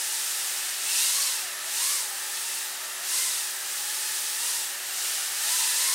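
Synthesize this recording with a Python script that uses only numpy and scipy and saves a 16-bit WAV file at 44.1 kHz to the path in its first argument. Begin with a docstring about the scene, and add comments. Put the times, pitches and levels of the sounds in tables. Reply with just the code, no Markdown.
"""Four two-blade propellers carry a tiny ducted quadcopter round a bedroom, heard from its own microphone.
Each chops the air into a hiss that swells with the throttle and sings at harmonics of its shaft speed;
the speeds differ slightly, so the tones beat. The motors whine faintly when they slow enough for their
commutation to fall into hearing. A steady electrical hum and hiss lie underneath."""
import sys
import numpy as np
from scipy import signal
from scipy.fft import rfft, irfft
from scipy.io import wavfile

SR = 44100
rng = np.random.default_rng(int(sys.argv[2]) if len(sys.argv) > 2 else 0)


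def wrap_up_sound(samples):
    """Save the sound to the file named by the first command line argument, as 16-bit audio."""
    columns = np.atleast_2d(samples).T
    # keep every value between -1 and 1, then stretch to whole-number steps
    tamed = np.clip(columns, -1, 1)
    steps = np.round(tamed * 32767).astype(np.int16)
    wavfile.write(sys.argv[1], SR, steps)


N = 261954
CRUISE_HZ, TOP_HZ = 900, 15750


def undb(db):
    """Logarithmic level: decibels to amplitude ratio."""
    return 10 ** (np.asarray(db) / 20)


def unit(x):
    """Normalisation to rms 1."""
    return x / np.sqrt(np.mean(x ** 2))


def colour(x, points):
    """Spectral shaping by (frequency [Hz], gain [dB]) points; the result has rms 1."""
    hz, db = np.transpose(points)
    bins = np.maximum(np.fft.rfftfreq(N, 1 / SR), 1)
    gain = undb(np.interp(np.log(bins), np.log(hz), db))
    return unit(irfft(rfft(x) * gain, N))


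def walk(rate_hz):
    """Low-pass Gaussian noise: a smooth fluctuation of rms 1 and bandwidth about rate_hz."""
    steps = rng.standard_normal(N // 64)
    bins = np.fft.rfftfreq(len(steps), N / SR / len(steps))
    slow = unit(irfft(rfft(steps) * np.exp(-.5 * (bins / rate_hz) ** 2), len(steps)))
    return np.interp(np.arange(N), np.linspace(0, N, len(slow)), slow)


def eased(table):
    """Raised-cosine interpolation of (time [s], value) points, one value per sample."""
    times, values = np.transpose(table)
    index = np.arange(len(times))
    part, whole = np.modf(np.interp(np.arange(N) / SR, times, index))
    return np.interp(whole + (1 - np.cos(np.pi * part)) / 2, index, values)


def fading_tone(angle, scatter, fade_hz):
    """Multipath interference: scattered copies make a tone fade and return as the craft moves."""
    in_phase = (1 + scatter * walk(fade_hz)) * np.sin(angle)
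    quadrature = scatter * walk(fade_hz) * np.cos(angle)
    return (in_phase + quadrature) / np.sqrt(1 + 2 * scatter ** 2)


# Electrical hum and whistles: (frequency [Hz], rms level [dB])
HUM_LINES = [(189.3, -75), (378.6, -61.5), (567.9, -62.5), (1325, -57.5), (2082, -85), (3786, -57.5)]
# Spectrum of the steady hiss: (frequency [Hz], relative density [dB])
FLOOR_SPECTRUM = [(25, -38), (55, -49), (90, -32.5), (150, -24), (250, -14.5), (450, -8.5), (700, -4.5),
                  (860, 1.5), (1080, -2.5), (1230, 3), (1450, -2.5), (1800, 8.5), (2250, -1), (5000, -16.5),
                  (15000, -10)]
def electronics(hiss_db=-41, drift_rad=0.35):
    """Superposition: hum lines, drifting slightly in phase, add to a stationary hiss."""
    t = np.arange(N) / SR
    hum = sum(undb(db) * np.sin(2 * np.pi * hz * t + drift_rad * walk(1.6)) for hz, db in HUM_LINES)
    return np.sqrt(2) * hum + undb(hiss_db) * colour(rng.standard_normal(N), FLOOR_SPECTRUM)


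# Strength of the whine as it climbs out of hearing: (frequency [Hz], gain [dB])
WHINE_RESPONSE = [(9500, 2), (10800, 4), (12300, -3), (14000, -3), (15500, -9)]
def motor_whine(phase, switches_per_blade=18, base_db=-48.5, flicker_db=3):
    """Commutation: the windings switch 36 times a turn, a tone that is audible only at low speed."""
    angle = switches_per_blade * phase
    whine_hz = np.gradient(angle) * SR / (2 * np.pi)
    audible = np.clip((TOP_HZ - whine_hz) / 200 + 1, 0, 1)  # gone 200 Hz above the band edge
    db = base_db + np.interp(whine_hz, *np.transpose(WHINE_RESPONSE)) + flicker_db * walk(3)
    return audible * undb(db) * fading_tone(angle, scatter=1.2, fade_hz=31)


# Throttle at each turn of the stick: (time [s], blade-passing rate [Hz])
BLADE_RATE = [(0.12, 937.6), (0.76, 802), (1.08, 1054), (1.22, 1134), (1.58, 624), (1.91, 1148),
              (2.12, 849), (2.54, 933.5), (2.87, 685), (2.98, 675.6), (3.18, 1069), (3.62, 800),
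              (3.74, 858.5), (4.31, 867), (4.51, 997.5), (4.83, 719.4), (5.05, 817), (5.29, 797),
              (5.58, 985), (5.72, 984), (5.91, 1078)]
# Steering: (time [s], speed lost by the slowest propeller [fraction])
STEERING_LOSS = [(0, 0.15), (.75, .2), (1.25, .07), (1.6, 0.079), (2.5, .09), (2.87, .14), (3.2, .05),
                 (4.2, .025), (4.95, .1), (5.35, .31), (5.7, 0.15)]
def rotors(split=.014, trim=.009, inner_limit=.09):
    """Differential thrust: steering slows the inner pair, and a hard bank slows one of them further."""
    blade_hz, steering = eased(BLADE_RATE), eased(STEERING_LOSS)
    inner = inner_limit * np.tanh(steering / inner_limit)
    shares = 1, 1 + split * walk(2), 1 - inner, 1 - steering
    # the flight controller keeps nudging every motor
    rates_hz = [blade_hz * share * (1 + trim * walk(14)) for share in shares]
    phases = [2 * np.pi * np.cumsum(hz) / SR for hz in rates_hz]  # one cycle per blade passage
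    return blade_hz, steering, phases


# The craft flies in and out of its own wash: (time [s], gain [dB])
WASH_GAIN = [(0.0, -1), (0.71, 1), (0.78, 0.2), (0.96, 2.5), (1.28, -2.5), (1.59, 2), (2.03, -2.5),
             (2.7, -2.5), (2.85, 0.5), (3.52, -1.2), (4.13, 0.9), (4.66, -1.06), (5.14, 3), (5.32, 1.2),
             (5.53, 2.5), (5.94, 0.6)]
def airflow_gain(speed_decades, cruise_db=-31, db_per_decade=62.5):
    """Power law of aerodynamic sound: it grows steeply with blade speed; disturbed air adds to it."""
    return undb(cruise_db + db_per_decade * speed_decades + eased(WASH_GAIN))


# Response of the ducts and frame: (frequency [Hz], relative gain [dB])
DUCT_RESPONSE = [(400, -10), (650, 2.5), (850, 1.5), (1150, 3.5), (1450, 0.5), (1850, -1.5), (2350, -2.5),
                 (2750, 4), (3200, -8.5), (3700, -1.5), (5000, -0.5), (8500, 2.5), (12000, -4)]
def ducted_harmonics(phase, harmonics, scatter, fade_hz):
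    """Source and filter: the duct favours some of the harmonics of the shaft speed."""
    tones = 0
    for multiple, db in harmonics:
        angle = multiple * phase + rng.uniform(0, 2 * np.pi)
        tones = tones + undb(db) * fading_tone(angle, scatter, fade_hz)
    return colour(tones, DUCT_RESPONSE)


# Blade note in smooth air: (frequency [multiple of blade rate], relative level [dB])
NOTE_HARMONICS = [(.5, -11.5), (1, -1.5), (1.5, -9), (2, 4.5)]
# Rasp in disturbed air: (frequency [multiple of blade rate], relative level [dB])
RASP_HARMONICS = [(2, -8), (2.5, -4.5), (3, 2.5), (3.5, -2.5), (4, 5.5), (4.5, -5), (5, 2.5), (5.5, -15),
                  (6, -1.5), (6.5, -1), (7, -3), (8, -3.5), (9, -5), (10, 2), (11, -4), (12, -15)]
# Tones of a near propeller relative to the edge hiss: (time [s], note level [dB], rasp level [dB])
TONE_BALANCE = [(0, -21, -18.5), (.95, -24, -10), (1.3, -19, -9.5), (1.85, -18.5, -15), (2.8, -20, -15),
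                (3.3, -20, -15.5), (4.2, -20.5, -17), (5.15, -22.5, -12.5), (5.65, -17.5, -13.5)]
def blade_tones(phase):
    """Periodic blade loading: a propeller sings a note in smooth air and rasps in disturbed air."""
    note_gain = undb(eased([(s, db) for s, db, _ in TONE_BALANCE]))
    rasp_gain = undb(eased([(s, db) for s, _, db in TONE_BALANCE]))
    note = ducted_harmonics(phase, NOTE_HARMONICS, scatter=0.74, fade_hz=14.7)
    rasp = ducted_harmonics(phase, RASP_HARMONICS, scatter=1.7, fade_hz=24.4)
    return note_gain * note + rasp_gain * rasp


def chopped_air(phases, spectrum, depth):
    """Amplitude modulation: the noise of each duct pulses as the blades pass the struts."""
    air = sum((1 + depth * np.cos(phase)) * rng.standard_normal(N) for phase in phases)
    return colour(air, spectrum)


# Spectrum of the tip hiss: (frequency [Hz], relative density [dB])
TIP_SPECTRUM = [(3000, -50), (9000, -15), (12000, -7), (13500, 0), (16000, -2)]
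# Tip hiss relative to the edge hiss: (blade-passing rate [Hz], level [dB])
TIP_LEVEL = [(660, -27), (830, -9), (920, -11.5), (1080, -19)]
def tip_hiss(phases, blade_hz):
    """Vortex shedding: the blade tips give the finest hiss, clearest near cruising speed."""
    db = np.interp(blade_hz, *np.transpose(TIP_LEVEL))
    return undb(db) * chopped_air(phases, TIP_SPECTRUM, depth=0.33)


# Spectrum of the coarse turbulence: (frequency [Hz], relative density [dB])
TURBULENCE_SPECTRUM = [(40, -70), (100, -47), (300, -21.5), (600, -22), (1000, -16), (1450, -0.5),
                       (1850, -6.5), (2300, -2.5), (2900, 3), (4000, 2.5), (5500, 0.5), (7500, -0.5),
                       (12000, -8)]
def turbulence(phases, speed_decades, steering, cruise_db=-5, db_per_decade=-30, steering_db=2):
    """Turbulent flow noise: a coarse rush that gains on the edge hiss as the craft slows or steers."""
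    db = cruise_db + db_per_decade * speed_decades + steering_db * steering
    return undb(db) * chopped_air(phases, TURBULENCE_SPECTRUM, depth=0.38)


# Spectrum of the blade-edge hiss: (frequency [Hz], relative density [dB])
EDGE_SPECTRUM = [(60, -78), (500, -47), (2500, -11.5), (5000, -0.5), (7000, 0.5), (8600, 3.5), (9800, 1.5),
                 (11000, -3), (13000, -5.5), (14500, -12), (16000, -39)]
def edge_hiss(phases):
    """Edge noise: air passing the blade edges radiates a bright broadband hiss."""
    return chopped_air(phases, EDGE_SPECTRUM, depth=0.51)


def scene(far_db=-3):
    """Superposition at a microphone on the frame: propeller speed drives hiss and tones together."""
    blade_hz, steering, phases = rotors()
    speed_decades = np.log10(blade_hz / CRUISE_HZ)
    hiss = edge_hiss(phases) + turbulence(phases, speed_decades, steering) + tip_hiss(phases, blade_hz)
    nearness = undb([0, far_db, 0, far_db])  # one propeller of each pair is further from the microphone
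    tones = sum(gain * blade_tones(phase) for gain, phase in zip(nearness, phases))
    whine = sum(motor_whine(phase) for phase in phases)
    mono = electronics() + whine + airflow_gain(speed_decades) * (tones + hiss)
    return np.array([mono, mono])


def record(dry):
    """Band limiting: an elliptic low-pass filter cuts the top steeply."""
    return signal.sosfilt(signal.ellip(12, .1, 90, TOP_HZ, fs=SR, output="sos"), dry)


dry = scene()
out = record(dry)
wrap_up_sound(out)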